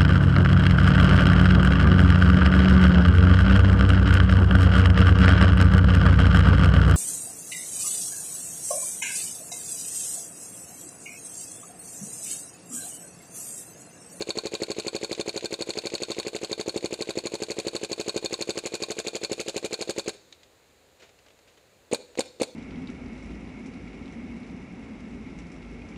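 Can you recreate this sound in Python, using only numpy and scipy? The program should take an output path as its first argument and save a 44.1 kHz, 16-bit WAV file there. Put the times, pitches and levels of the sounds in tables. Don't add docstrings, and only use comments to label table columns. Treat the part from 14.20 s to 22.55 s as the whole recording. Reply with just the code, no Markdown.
import sys
import numpy as np
from scipy import signal
from scipy.fft import rfft, irfft
from scipy.io import wavfile

SR = 44100
rng = np.random.default_rng(int(sys.argv[2]) if len(sys.argv) > 2 else 0)


def inscribe(sig):
    pcm = np.round(np.clip(np.atleast_2d(sig).T, -1, 1) * 32767)
    wavfile.write(sys.argv[1], SR, pcm.astype(np.int16))


N = 368235
AGE_S = np.arange(6000) / SR

# frequency in Hz, relative density in dB per Hz.
AIR_COLOUR = [(25, -10.5), (70, 5.5), (140, -3), (220, -4), (500, 2.5), (800, -6), (1250, -9.5), (2500, -9),
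              (3200, -13), (4100, -9.5), (5700, -19.5), (6900, -11.5), (9000, -20.5), (15500, -25)]
AIR_DB = -60.5
# frequency in Hz, t60 in seconds.
WOODS_T60 = [(100, 1), (500, 0.82), (2500, 1), (4500, 1), (8000, 1), (14000, 0.24)]
# frequency in Hz, relative level in dB.
SCATTER_COLOUR = [(100, 3), (300, -2), (520, 2.5), (1000, 0.5), (2500, 0), (3700, 6.5), (4400, 3.5),
                  (5600, 5), (7000, 1.5), (12000, -9)]
# delay in seconds, gain in dB.
GROUND_ECHOES = [(0.0089, -13), (0.027, -19.5)]

# start in seconds, level in dB, decay time constant in seconds.
RATTLES = [(6.798, -54, 0.026), (6.821, -47.5, 0.031), (7.275, -54.5, 0.033), (7.374, -56.5, .014),
           (7.953, -49, 0.0018)]
# frequency in Hz, relative density in dB per Hz.
RATTLE_COLOUR = [(200, -13), (550, 5), (1100, -7), (2500, 0.5), (4200, -4.5), (5700, -11), (7000, -8),
                 (10000, -31), (15000, -32)]
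STIR_FROM_S, STIR_TO_S, STIR_DB, STIR_DECAY_S = 6.72, 7.26, -58, 0.0069

# start in seconds, level in dB.
SPLATS = [(.547, -47), (.621, -45), (0.949, -40), (1.209, -42), (1.536, -41), (1.701, -42), (1.78, -40.5),
          (1.946, -43), (2.029, -41.5), (6.125, -45.5), (6.232, -54)]
# frequency in Hz, relative density in dB per Hz.
SPLAT_COLOUR = [(300, -7), (1200, -14), (2500, 4), (3300, -1), (4100, 6), (5600, -9), (7000, -1),
                (9000, -22), (15000, -44)]
# time in seconds, level in dB.
HIT_LEVEL = [(0.0, -51), (2.1, -44), (2.3, -50), (6.0, -49)]
HIT_SHARE, FLIGHT_S, FLIGHT_SCATTER_S = 0.41, 0.37, 0.008

# time in seconds, level in dB against the surge, mean pitch in Hz.
HOLLOW = [(0.0, -10, 484), (2.0, -11, 493), (4.0, -11, 508), (5.5, 0, 527), (8.2, -6.5, 503)]
CLATTER_DB = -56
TUBE_HZ, TUBE_DECAY_S, TUBE_DB, TUBE_PER_JET = 2430, 0.03, -46, 2.5

# delay in seconds, level in dB against the first, pitch in Hz.
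STROKE = [(0.0, 0, 440), (0.0063, -5.5, 460)]
# mean frequency in Hz, mean relative level in dB, t60 in seconds.
BODY = [(1051, -13, 0.041), (1415, -25.5, 0.071), (1550, -26, 0.076), (2396, -15, 0.045), (2423, -28, 0.14),
        (2640, -22, 0.035), (3637, -4, 0.026), (3850, -3, 0.027), (4288, 2.5, 0.019), (4372, 1.5, 0.027),
        (4450, 4, 0.014), (6630, -4.5, 0.017), (7900, -21, 0.065)]
# frequency in Hz, relative density in dB per Hz.
VALVE_COLOUR = [(200, -72), (600, 5.5), (1050, 1.5), (1400, -9), (2500, 0.5), (3200, -4), (4300, 1.5),
                (5600, -16), (6800, 0.5), (8000, -9.5), (10000, -18), (15500, -61)]
# frequency in Hz, relative density in dB per Hz.
CLACK_COLOUR = [(200, -26.5), (600, 1.5), (1050, -10.5), (1300, -19), (1550, -6.5), (1850, -18.5),
                (2450, -2), (3100, -11.5), (4200, -4), (5600, -20.5), (7100, -8.5), (9000, -11),
                (11500, -25), (13000, -28), (15500, -69)]

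# delay in seconds, relative level in dB, pitch in Hz.
SURGES = [(0.0, -1.5, 430), (0.0022, -9.5, 716), (0.0039, -12, 398)]
# frequency in Hz, relative density in dB per Hz.
JET_COLOUR = [(200, -60), (700, -14), (1100, -10.5), (1300, -6), (1600, -4), (1900, -12), (2500, -0.5),
              (3200, -7), (4400, 1.5), (5700, -8), (6900, 5), (8500, -11.5), (10500, -20), (13000, -26.5),
              (15500, -73)]
# frequency in Hz, relative density in dB per Hz.
WHISTLE_COLOUR = [(4000, -25), (7600, -14), (8400, -3), (8800, 0), (9200, -21), (10200, -31), (15000, -43)]

FIRST_S, CYCLE_S, STREAM_COUNT = 0.0082, 0.082383, 69
# time in seconds, reference level in dB.
POP_LEVEL = [(0.0, -32.5), (1.1, -31.5), (1.6, -33.5), (2.0, -32.5), (3.0, -32), (4.2, -33), (4.6, -34),
             (5.6, -36)]
POP_SCATTER_DB, USUAL_POP_DB = 0.72, -31.5
# time in seconds, pop reference level in dB.
HARD_SHOTS = [(0.42, -29), (0.75, -30.5), (0.997, -29.7), (2.48, -29), (2.562, -27.5), (2.644, -28),
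              (2.974, -27.8), (3.468, -29.5), (3.963, -27.5), (4.292, -29), (5.116, -29.5), (5.363, -31),
              (5.446, -31.5)]
# pop in seconds, pop reference level in dB.
LOOSE_SHOTS = [(5.6935, -30.5), (5.7811, -31), (5.8791, -30.5), (7.7296, -25.5), (7.9901, -27.5),
               (8.215, -25.5)]
CHIRP_DB, CHIRP_PER_POP, CHIRP_RESTED_DB, CHIRP_SCATTER_DB = -43, -0.6, 9.5, 2
# time in seconds, reference level in dB.
SURGE_LEVEL = [(0.0, -35), (2.5, -36), (5.6, -35.5)]
SURGE_PER_POP, SURGE_RESTED_DB = 0.43, 8.5
# time in seconds, reference level in dB.
JET_LEVEL = [(0.0, -38), (1.95, -37.2), (2.2, -38.5), (2.9, -38.5), (3.15, -37), (3.7, -35.5), (4.5, -34),
             (5.4, -34), (8.2, -34.8)]
CLACK_DB, USUAL_JET_DB, CLACK_PER_JET, CLACK_RESTED_DB = -36, -33, 0.38, 4.5
# time in seconds, reference level in dB, signed shot-to-shot scatter in dB.
RING_LEVEL = [(0.0, -26, 4.5), (1.99, -24.5, -1.5), (2.068, -30.5, -7.5), (3.0, -28, 1), (3.3, -27.5, 5),
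              (5.8, -29.3, 6), (7.7, -29, 6)]


def amp(db):
    return 10 ** (np.asarray(db) / 20)


def at_time(points, s):
    return np.interp(s, *np.transpose(points))


def read(points, hz):
    table_hz, value = np.transpose(points)
    return np.interp(np.log(hz + 1), np.log(table_hz), value)


def sized(x, db):
    return amp(db) * x / np.sqrt(np.sum(x ** 2) / (SR / 100) + 1e-20)


def add(mix, start_s, sound):
    at = round(start_s * SR)
    sound = sound[max(-at, 0):]
    part = mix[max(at, 0):][:len(sound)]
    part += sound[:len(part)]


def causal(points):
    hz = abs(np.fft.fftfreq(2048, 1 / SR))
    log_gain = np.log(amp(read(points, hz)))
    spectrum = np.exp(np.conj(signal.hilbert(log_gain)))
    return np.fft.ifft(spectrum).real[:512]


def fall(decay_s, rise_s=1e-4):
    return (1 - np.exp(-AGE_S / rise_s)) * np.exp(-AGE_S / decay_s)


def burst(envelope, colour, db):
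    noise = envelope * rng.standard_normal(len(AGE_S))
    return sized(signal.fftconvolve(noise, colour)[:len(AGE_S)], db)


def thud(hz, swell_s, db):
    u = AGE_S / swell_s
    return sized(-u ** 2 * np.exp(-u) * np.sin(2 * np.pi * hz * AGE_S), db)


def ring(db, uneven_db=3, detune=0.0043):
    hz, mode_db, t60_s = np.transpose(BODY)[:, :, None]
    strength, shift = rng.standard_normal((2, len(BODY), 1))
    gain = amp(mode_db + uneven_db * strength - 60 * AGE_S / t60_s)
    modes = gain * np.sin(2 * np.pi * hz * (1 + detune * shift) * AGE_S)
    return sized(modes.sum(0) * (1 - np.exp(-AGE_S / 0.0015)), db)


def air():
    gain = amp(read(AIR_COLOUR, np.fft.rfftfreq(N, 1 / SR)))
    hush = irfft(rfft(rng.standard_normal(N)) * gain, N)
    return amp(AIR_DB) * hush / np.std(hush)


def woods(x, tail_db=-22, bank_db=0, bank_s=0.074, bank_width_s=0.023, near_db=8, near_decay_s=0.0031):
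    taps = np.zeros(SR)
    at = np.arange(300, SR - 20, 20)
    taps[at + rng.integers(0, 20, len(at))] = rng.choice([-1., 1.], len(at))
    hz, t, z = signal.stft(taps, SR, nperseg=256)
    near = amp(near_db) * np.exp(-t / near_decay_s)
    bank = amp(bank_db) * np.exp(-((t - bank_s) / bank_width_s) ** 2)
    decay_db = 60 * t / read(WOODS_T60, hz)[:, None]
    z = z * (1 + near + bank) * amp(read(SCATTER_COLOUR, hz)[:, None] - decay_db)
    tail = signal.istft(z, SR, nperseg=256)[1]
    return amp(tail_db) * signal.fftconvolve(x, tail / np.linalg.norm(tail))[:N]


def ground(x, soft_hz=600):
    dull = signal.lfilter(*signal.butter(1, soft_hz, fs=SR), x)
    out = np.zeros(N)
    for delay_s, db in GROUND_ECHOES:
        add(out, delay_s, amp(db) * dull)
    return out


def rattles(count=7):
    out, plastic = np.zeros(N), causal(RATTLE_COLOUR)
    ticks = [(s, STIR_DB, STIR_DECAY_S) for s in rng.uniform(STIR_FROM_S, STIR_TO_S, count)]
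    for s, db, decay_s in list(RATTLES) + ticks:
        add(out, s, burst(fall(decay_s, rise_s=0.00047), plastic, db))
    return out


def splats(shots):
    out, shell = np.zeros(N), causal(SPLAT_COLOUR)
    flight_s = FLIGHT_S + FLIGHT_SCATTER_S * rng.standard_normal(STREAM_COUNT)
    arrivals = shots[:STREAM_COUNT, 0] + flight_s
    hits = arrivals[rng.random(STREAM_COUNT) < HIT_SHARE]
    others = [(s, at_time(HIT_LEVEL, s)) for s in hits]
    envelope = fall(0.0029, rise_s=0.00032) + 0.16 * fall(0.021, rise_s=0.002)
    for s, db in list(SPLATS) + others:
        add(out, s, burst(envelope, shell, db))
    return out


def hopper(shots, spread_db=2, count=5):
    out, plastic = np.zeros(N), causal(CLACK_COLOUR)
    when, hollow_db, hollow_hz = np.transpose(HOLLOW)
    for s, _, _, surge_db, *_ in shots:
        hz = np.interp(s, when, hollow_hz) * (1 + 0.037 * rng.standard_normal())
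        hum = fall(0.0057, rise_s=0.004) * np.sin(2 * np.pi * hz * AGE_S)
        add(out, s + 0.00341, sized(hum, surge_db + np.interp(s, when, hollow_db)))
        for _ in range(count):
            delay_s = rng.uniform(0.025, 0.07)
            db = CLATTER_DB + spread_db * rng.standard_normal()
            add(out, s + delay_s, burst(fall(0.0068, rise_s=0.00042), plastic, db))
    return out


def barrel(shots, detune=0.0032):
    out = np.zeros(N)
    for s, _, _, _, jet_db, *_ in shots:
        hz = TUBE_HZ * (1 + detune * rng.standard_normal())
        tone = fall(TUBE_DECAY_S, rise_s=0.0022) * np.sin(2 * np.pi * hz * AGE_S)
        add(out, s, sized(tone, TUBE_DB + TUBE_PER_JET * (jet_db - USUAL_JET_DB)))
    return out


def bolt(shots):
    out, valve, clack = np.zeros(N), causal(VALVE_COLOUR), causal(CLACK_COLOUR)
    for s, _, pop_db, _, _, clack_db, ring_db, full in shots:
        early_s, late_s = 0.0003 * rng.standard_normal(2)
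        start_s = s - (0.0162 if full else 0.0195) + early_s
        home_s = s + (0.0161 if full else 0.0134) + late_s
        push_db = 0.17 * (pop_db + 14.5) + 3 * full
        for delay_s, db, hz in STROKE:
            add(out, start_s + delay_s, thud(hz, 0.00095, db + push_db - 34.5))
        add(out, start_s + 0.0005, burst(fall(0.024, rise_s=0.000098), valve, push_db - 39.5))
        add(out, start_s + 0.0075, ring(push_db - 44.5))
        add(out, home_s - 0.0008, thud(450, 0.00061, push_db - 35.5))
        add(out, home_s, burst(fall(0.0039, rise_s=0.00016), clack, clack_db + 1.0))
        add(out, home_s, ring(ring_db - 5.0))
        add(out, home_s + 0.0055, ring(clack_db - 8.5))
        add(out, home_s + 0.0059, burst(fall(0.0076, rise_s=0.00094), clack, clack_db - 11.0))
    return out


def chirp(db, start_hz=3900, end_hz=1750, glide_s=0.0021, length_s=0.0057):
    glide_hz = end_hz + (start_hz - end_hz) * np.exp(-AGE_S / glide_s)
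    hz = glide_hz * (1 + 0.029 * rng.standard_normal())
    window = np.sin(np.pi * np.minimum(AGE_S / length_s, 1)) ** 2
    return sized(window * np.sin(2 * np.pi * np.cumsum(hz) / SR), db)


def muzzle(shots):
    out, jet, nozzle = np.zeros(N), causal(JET_COLOUR), causal(WHISTLE_COLOUR)
    for s, chirp_db, pop_db, surge_db, jet_db, _, _, full in shots:
        add(out, s - 0.0046, chirp(chirp_db))
        pop_hz = 385 * (1 + 0.02 * rng.standard_normal())
        add(out, s - 0.002, thud(pop_hz, 0.001, pop_db + 3))
        push = (1 - AGE_S / 0.0015) * fall(0.0018, rise_s=0.00048)
        add(out, s - 0.001, sized(push, pop_db - 13.0))
        surge_s = s + (0.0039 if full else 0.0054)
        for delay_s, db, hz in SURGES:
            jitter_s = 0.0002 * rng.standard_normal()
            surge = thud(hz, 0.37 / hz, surge_db + db + 2.0)
            add(out, surge_s + delay_s - 0.78 / hz + jitter_s, surge)
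        add(out, s - 0.0012, burst(fall(0.012, rise_s=0.0042), jet, jet_db - 1.0))
        add(out, s + 0.0027, burst(fall(0.001, rise_s=0.00045), jet, jet_db - 0.5))
        add(out, s + 0.0066, burst(fall(0.0008, rise_s=0.00039), jet, jet_db - 10.5))
        if full:
            add(out, s + 0.0028, burst(fall(0.0016, rise_s=0.00058), nozzle, jet_db + 0.19))
    return out


def rested(times_s):
    return np.diff(times_s, prepend=0) > 0.15


def firing():
    beat_s = FIRST_S + CYCLE_S * np.arange(STREAM_COUNT)
    pop_db = at_time(POP_LEVEL, beat_s) + POP_SCATTER_DB * rng.standard_normal(STREAM_COUNT)
    for hard_s, db in HARD_SHOTS:
        pop_db[np.argmin(abs(beat_s - hard_s))] = db
    stream = np.column_stack([beat_s, pop_db])
    s, pop_db = np.vstack([stream, LOOSE_SHOTS]).T
    full = rested(s)
    force_db = pop_db - USUAL_POP_DB
    chirp_luck, ring_luck = rng.standard_normal((len(s), 2)).T
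    chirp_db = CHIRP_DB + CHIRP_PER_POP * force_db + CHIRP_RESTED_DB * full + CHIRP_SCATTER_DB * chirp_luck
    surge_db = at_time(SURGE_LEVEL, s) + SURGE_PER_POP * force_db + SURGE_RESTED_DB * full
    jet_db = at_time(JET_LEVEL, s)
    clack_db = CLACK_DB + CLACK_PER_JET * (jet_db - USUAL_JET_DB) + CLACK_RESTED_DB * full
    when, level_db, scatter_db = np.transpose(RING_LEVEL)
    ring_db = np.interp(s, when, level_db) + np.interp(s, when, scatter_db) * np.minimum(ring_luck, 1)
    return np.column_stack([s, chirp_db, pop_db, surge_db, jet_db, clack_db, ring_db, full])


def scene():
    shots = firing()
    surroundings = rattles() + splats(shots)
    marker = hopper(shots) + barrel(shots) + bolt(shots) + muzzle(shots)
    direct = surroundings + marker
    return (air() + woods(direct) + ground(direct) + direct)[None]


def record(dry, low_cut_hz=45, edge_hz=15600):
    lean = signal.lfilter(*signal.butter(1, low_cut_hz, "highpass", fs=SR), dry)
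    band_limit = signal.firwin(511, edge_hz, window=("kaiser", 9), fs=SR)
    return signal.oaconvolve(lean, band_limit[None], "same")


dry = scene()
out = record(dry)
inscribe(out)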